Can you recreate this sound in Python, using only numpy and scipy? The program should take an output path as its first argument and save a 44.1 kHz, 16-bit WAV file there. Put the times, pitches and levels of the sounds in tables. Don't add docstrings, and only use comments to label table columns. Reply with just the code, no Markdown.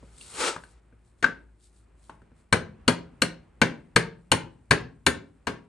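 import sys
import numpy as np
from scipy import signal
from scipy.fft import rfft, irfft, next_fast_len
from scipy.io import wavfile
from scipy.ndimage import uniform_filter1d, map_coordinates

SR = 44100
rng = np.random.default_rng(int(sys.argv[2]) if len(sys.argv) > 2 else 0)


def output_pcm(signal):
    pcm = np.clip(np.atleast_2d(signal).T, -1, 1) * 32767
    wavfile.write(sys.argv[1], SR, np.round(pcm).astype(np.int16))


def boost(x):
    u = np.asarray(x, float) / 20
    return 10 ** u


N = 250488

# start in seconds, case ring level in dB, bench weight in dB over the ring,
# metal crack in dB over the ring, best-excited pitch in Hz.
MALLET_BLOWS = [(1.226, -20.5, -17.5, -16, 1550), (2.526, -9.5, -14, -7.5, 1453),
                (2.879, -8.5, -10, -5.5, 1434), (3.219, -14, -10, 1, 1540), (3.616, -7, -13.5, -12.5, 1500),
                (3.961, -9.5, -9.5, -5, 1495), (4.317, -10, -16.5, -2.5, 935),
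                (4.709, -8.5, -14, -8.5, 1595), (5.065, -10, -17, -0.5, 1495),
                (5.47, -17, -16, -12.5, 1030)]
# start in seconds, case ring level in dB,
# bench weight in dB over the ring, metal crack in dB over the ring, best-excited pitch in Hz.
LIGHT_TAPS = [(.028, -47, 3, -31, 770), (.211, -64, -3.5, 20.5, 1170), (.226, -63.5, -4.5, 9, 1200),
              (.338, -34.5, -16, -9.5, 640), (.349, -43, -23.5, -1, 1210), (.563, -21.5, -19, -32, 1040),
              (.637, -42, -10, -11.5, 1450), (.925, -54, -0.5, -37, 1570), (2.0955, -29, -18.5, -27, 970),
              (2.218, -50.5, -3, -22, 1180), (2.316, -55, 2, -32, 990)]
# start in seconds, case ring level in dB,
# bench weight in dB over the ring, metal crack in dB over the ring, best-excited pitch in Hz.
JAW_ROCKING = [(1.242, -2.5, -26.5, -44.5, 1546), (1.262, -15, -22.5, -30.5, 1530),
               (1.283, -24, -10.5, -35.5, 1530)]

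# pitch in Hz, relative level in dB, t60 in seconds at damping 1.
CASE_MODES = [(674, -13, 0.12), (762, -13.5, 0.015), (920, -2, 0.044), (1030, -5, 0.041), (1249, -5, 0.054),
              (1495, -7, 0.013), (1543, 1.5, 0.049), (1620, -11, 0.08), (1753, -9.5, 0.013),
              (2000, 0.5, 0.018), (2330, -3, 0.073), (2500, -10, 0.072)]
# pitch in Hz, relative level in dB, t60 in seconds at damping 1.
SHAFT_MODES = [(2784, 2, .04), (3058, -3.5, 0.047), (3410, 0.5, 0.02), (3940, -8, 0.044),
               (4143, -4.5, 0.066), (4384, -6.5, 0.084), (5600, -14, 0.036), (5560, -10.5, 0.033),
               (6670, -11.5, 0.081), (8280, -1.5, 0.055), (8760, -5, 0.043), (9350, -9, 0.21),
               (10100, -9, 0.04)]
# pitch in Hz, relative level in dB, t60 in seconds at damping 1.
BENCH_MODES = [(233.5, -3, 0.17), (246, -0.5, 0.14), (308, -6.5, 0.098), (374, -5.5, 0.04),
               (415.6, -8.5, 0.25), (468, 2, 0.12), (541, -4.5, 0.15)]
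# pitch in Hz, relative level in dB, t60 in seconds at damping 1.
FRAME_MODES = [(70, 0, 0.057), (89, 0, 0.072), (122, -1, 0.29), (168.4, -2, 0.7)]

# frequency in Hz, relative density in dB per Hz.
CLATTER_COLOUR = [(35, -37.5), (60, -1), (253, -1), (563, -4.5), (735, -10.5), (938, -6), (1300, -10),
                  (1580, -2.5), (2130, -7), (4330, -18.5), (5050, -18.5), (8420, -16.5), (12000, -43.5),
                  (15600, -65), (22000, -120)]
# frequency in Hz, t60 in seconds.
CLATTER_DECAY = [(100, 0.14), (400, 0.18), (1500, 0.092), (4000, 0.12), (10000, 0.022)]
LEAN_DB, LEAN_OCTAVES = 4, 0.27
# frequency in Hz, t60 in seconds.
SHOP_DECAY = [(100, 0.65), (400, 0.4), (1500, 0.29), (3000, 0.29), (5500, 0.26), (10000, 0.16)]

# time in seconds,
# scrape level in dB ahead of a 3 dB cut, skin hiss level in dB.
SLIDE_LEVELS = [(0, -64.5, -73), (.11, -66, -66.5), (.2, -64, -53.5), (.34, -49, -45.5), (.404, -27, -33.5),
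                (.484, -23.5, -31), (.556, -43, -62), (.608, -62.5, -63.5), (.8, -70.5, -92)]
# frequency in Hz, relative level in dB.
SCRAPE_COLOUR = [(120, -38.5), (250, -11), (470, -1), (680, -12), (900, -4.5), (1080, -9.5), (1300, -3),
                 (1750, -12), (2150, -8.5), (3000, -12), (6000, -15.5), (8800, -15), (11400, -30.5),
                 (13000, -52)]
# peak time in seconds, half length in seconds, level in dB.
RUSTLE_SWELLS = [(0.708, 0.028, -69), (1.077, 0.041, -74.5), (1.202, 0.023, -76), (1.653, 0.039, -63),
                 (1.774, 0.051, -69.5), (2.054, 0.058, -68), (2.135, 0.02, -80), (2.392, 0.038, -76)]
# frequency in Hz, relative level in dB.
SKIN_COLOUR = [(1500, -30), (2500, -18.5), (4200, -13), (6000, -17), (8800, -5), (10000, -6), (12500, -26),
               (16000, -62)]
RUSTLE_BED_DB = -87

# time in seconds, hum level in dB, air level in dB.
BACKGROUND_LEVELS = [(0, -55, -58.5), (.7, -56.5, -62), (1.4, -55.5, -67.5), (2.4, -57, -60.5),
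                     (2.48, -71, -66), (2.8, -60.5, -56.5), (4.9, -63, -65), (5.68, -66, -65)]
# pitch in Hz, level in dB relative to the hum.
HUM_TONES = [(55, 0.5), (110, -17.5), (360, -22.5)]
# frequency in Hz, relative density in dB per Hz.
AIR_COLOUR = [(20, -16), (55, 0), (90, -9), (200, -15), (500, -22), (1200, -27), (2500, -33), (4000, -46),
              (10000, -58)]

# frequency in Hz, left over right in dB ahead of the pan.
PORT_LEVEL = [(100, -3), (700, -0.5), (1300, 6), (2400, 2.8), (4400, 4.5), (6000, 2), (8000, -1.5),
              (11500, -3.5)]
# frequency in Hz, lead of the left in radians.
PORT_PHASE = [(100, .15), (1000, .25), (2200, .3), (2800, 1.3), (3900, 0), (5200, .8), (6400, .1),
              (7800, .3), (8500, -1), (9200, -2.4), (9800, -2.4), (10600, -.5), (11500, 0)]
# frequency in Hz, likeness of left and right (1 = identical).
PORT_LIKENESS = [(60, 1), (200, .88), (600, 0.17), (1500, 0.89), (6000, 0.45), (9000, 0.24)]
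# frequency in Hz, gain in dB.
TONE_COLOUR = [(20, -8), (50, -2), (100, 3), (9700, 0), (10100, -12), (11500, -7.5), (12500, -30),
               (14000, -45), (16000, -38)]
FULL_SCALE = .95


def unit(x):
    return x / np.sqrt(np.mean(x ** 2) + 1e-20)


def along(points, hz):
    f, v = np.transpose(points)
    return np.interp(np.log(hz + 1), np.log(f + 1), v)


def curves(rows):
    s, *columns = np.transpose(rows)
    return [np.interp(np.arange(N) / SR, s, column, right=-88) for column in columns]


def wobble(rate):
    knots = rng.standard_normal(int(N * rate / SR) + 4)
    return map_coordinates(knots, [np.arange(N) * rate / SR])


def filtered(x, response):
    size = next_fast_len(x.shape[-1] + 4096)
    spectrum = rfft(x, size) * response(np.fft.rfftfreq(size, 1 / SR))
    return irfft(spectrum, size)[..., :x.shape[-1]]


def diffuse(pair, colour):
    def mid_side(hz):
        turn = np.arccos(np.clip(along(PORT_LIKENESS, hz), -1, 1)) / 2
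        return boost(along(colour, hz)) * [np.cos(turn), np.sin(turn)]

    mid, side = filtered(pair, mid_side)
    return np.array([mid + side, mid - side])


def ports(x, pan_db):
    def left_right(hz):
        level = boost((along(PORT_LEVEL, hz) + pan_db) / 2)
        half = level * np.exp(.5j * along(PORT_PHASE, hz))
        return np.array([half, 1 / half])

    return filtered(x, left_right)


def dying(t60s, size):
    hz, t, z = signal.stft(rng.standard_normal((2, size)), SR, nperseg=128)
    decay = boost(-60 * t / np.abs(along(t60s, hz))[:, None])
    return signal.istft(z * decay, SR, nperseg=128)[1][:, :size]


def add(out, s, x):
    part = out[:, round(s * SR):][:, :x.shape[1]]
    part += x[:, :part.shape[1]]


def ring(modes, t, rise_s, damping, scatter, rattle, tilt_db=0, luck_db=2.5):
    hz, db, t60 = np.transpose(modes)[:, :, None]
    luck = rng.standard_normal((len(modes), 3))
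    steps = rng.standard_normal((len(modes), len(t)))
    shake = rattle * np.sqrt(hz / SR) * np.cumsum(steps, axis=1)
    pitch = hz * (1 + 0.01 * luck[:, :1])
    tones = np.sin(2 * np.pi * pitch * t + scatter * luck[:, 1:2] + shake)
    gains = boost(db + tilt_db + luck_db * luck[:, 2:] - 60 * t * damping / t60)
    return (gains * tones).sum(0) * (1 - np.exp(-t / rise_s)) ** 2


def metal_crack(t):
    bright = filtered(rng.standard_normal(len(t)), lambda hz: hz / (hz + 2500))
    return boost(-60 * t / 0.035) * bright


def loose_clatter(t, spot_hz):
    grit = boost(2.3 * unit(uniform_filter1d(rng.standard_normal(len(t)), 130)))
    grit = grit * (1 - np.exp(-t / 0.0029))

    def colour(hz):
        octaves = np.log2((hz + 1) / spot_hz)
        lean_db = LEAN_DB * np.exp(-(octaves / LEAN_OCTAVES) ** 2)
        return boost(along(CLATTER_COLOUR, hz) + lean_db)

    return grit * unit(filtered(dying(CLATTER_DECAY, len(t)), colour))


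def room_echo(sound):
    tail = diffuse(dying(SHOP_DECAY, len(sound)), [(100, -3.5), (1000, -0.5), (8000, -1.0)])
    late = np.pad(sound, (250, 0))[None]
    echo = signal.fftconvolve(late, tail / np.linalg.norm(tail[0]), axes=1)
    return echo * boost([[1.2], [-1.2]])


def knocks(table, press_s, damping, scatter, crackle_db, room_db, thud_db, clatter_db, focus_db, pan_db,
           ring_room_db):
    out = np.zeros((2, N))
    t = np.arange(SR // 5 * 2) / SR
    for s, case_db, weight_db, sharp_db, spot_hz in table:
        thump_db, crack_db = case_db + weight_db, case_db + sharp_db
        octaves = np.log2(np.transpose(CASE_MODES)[0, :, None] / spot_hz)
        tilt_db = -focus_db * octaves ** 2
        case = boost(case_db) * ring(CASE_MODES, t, press_s, damping, scatter, rattle=0.43, tilt_db=tilt_db)
        shaft = boost(crack_db) * ring(SHAFT_MODES, t, 0.00083, damping=1.63, scatter=2.8, rattle=.35)
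        bench = boost(thump_db) * ring(BENCH_MODES, t, 0.0022, damping, scatter, rattle=0.19)
        thud = boost(thump_db + thud_db) * ring(FRAME_MODES, t, 0.00043, damping, scatter=0.35,
                                              rattle=0.049, luck_db=0.67)
        crack = boost(crack_db + crackle_db) * metal_crack(t)
        clatter = boost(case_db + clatter_db) * loose_clatter(t, spot_hz)

        rings, noises = case + shaft + bench, crack + clatter[0]
        near = ports(rings + noises + thud, pan_db)
        sides = filtered(clatter[1], lambda hz: hz / (hz + 250) * (hz < 7000))
        add(out, s - .0004, near + [[.7], [-.7]] * sides)
        add(out, s, boost(room_db) * room_echo(boost(ring_room_db) * rings + noises))
    return out


def blows():
    return knocks(MALLET_BLOWS, press_s=.0022, damping=1.397, scatter=1.2, crackle_db=-1.5, room_db=-7.5,
                  thud_db=-7.5, clatter_db=-24.5, focus_db=5.0, pan_db=2.5, ring_room_db=-7.5)


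def rocking():
    return knocks(JAW_ROCKING, press_s=0.0023, damping=2.2, scatter=.15, crackle_db=-9.5, room_db=-5,
                  thud_db=-16, clatter_db=-45, focus_db=46, pan_db=3.5, ring_room_db=-8)


def taps():
    return knocks(LIGHT_TAPS, press_s=0.00068, damping=2.6, scatter=0.18, crackle_db=-6, room_db=-5.5,
                  thud_db=-6, clatter_db=-40.5, focus_db=22.5, pan_db=1.0, ring_room_db=-5)


def friction(colour, rough_db):
    grain = boost(rough_db * unit(uniform_filter1d(rng.standard_normal(N), 40)))
    rasp = unit(filtered(grain * rng.standard_normal(N), lambda hz: boost(along(colour, hz))))
    around = unit(diffuse(rng.standard_normal((2, N)), colour))
    return unit(ports(rasp, 2.6) + 0.7 * around)


def handling():
    scrape_db, hiss_db = curves(SLIDE_LEVELS)
    t = np.arange(N) / SR
    slide = boost(scrape_db - 3 + 0.48 * wobble(40)) * friction(SCRAPE_COLOUR, rough_db=0.0)
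    swells = sum(boost(db) * np.exp(-((t - s) / half) ** 2) for s, half, db in RUSTLE_SWELLS)
    rustle = (boost(hiss_db) + swells + boost(RUSTLE_BED_DB)) * boost(1.1 * wobble(9.9))
    return slide + rustle * friction(SKIN_COLOUR, rough_db=4.0)


def ambience():
    hum_db, air_db = curves(BACKGROUND_LEVELS)
    t = np.arange(N) / SR
    hum = 0
    for hz, db in HUM_TONES:
        level = boost(db + 2.5 * wobble(22))
        hum = hum + level * np.sin(2 * np.pi * hz * t + 0.42 * wobble(10.0))
    air = boost(air_db + 0.76 * wobble(12)) * unit(diffuse(rng.standard_normal((2, N)), AIR_COLOUR))
    return boost(hum_db) * hum * boost([[.8], [-.8]]) + air


def scene():
    return blows() + rocking() + taps() + handling() + ambience()


def low_pass(x):
    return signal.sosfilt(signal.butter(12, 16630, fs=SR, output="sos"), x)


def record(dry):
    heard = filtered(dry, lambda hz: boost(along(TONE_COLOUR, hz)))
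    clipped = heard / (1 + np.abs(heard / FULL_SCALE) ** 6) ** (1 / 6)
    return low_pass(clipped)


dry = scene()
out = record(dry)
output_pcm(out)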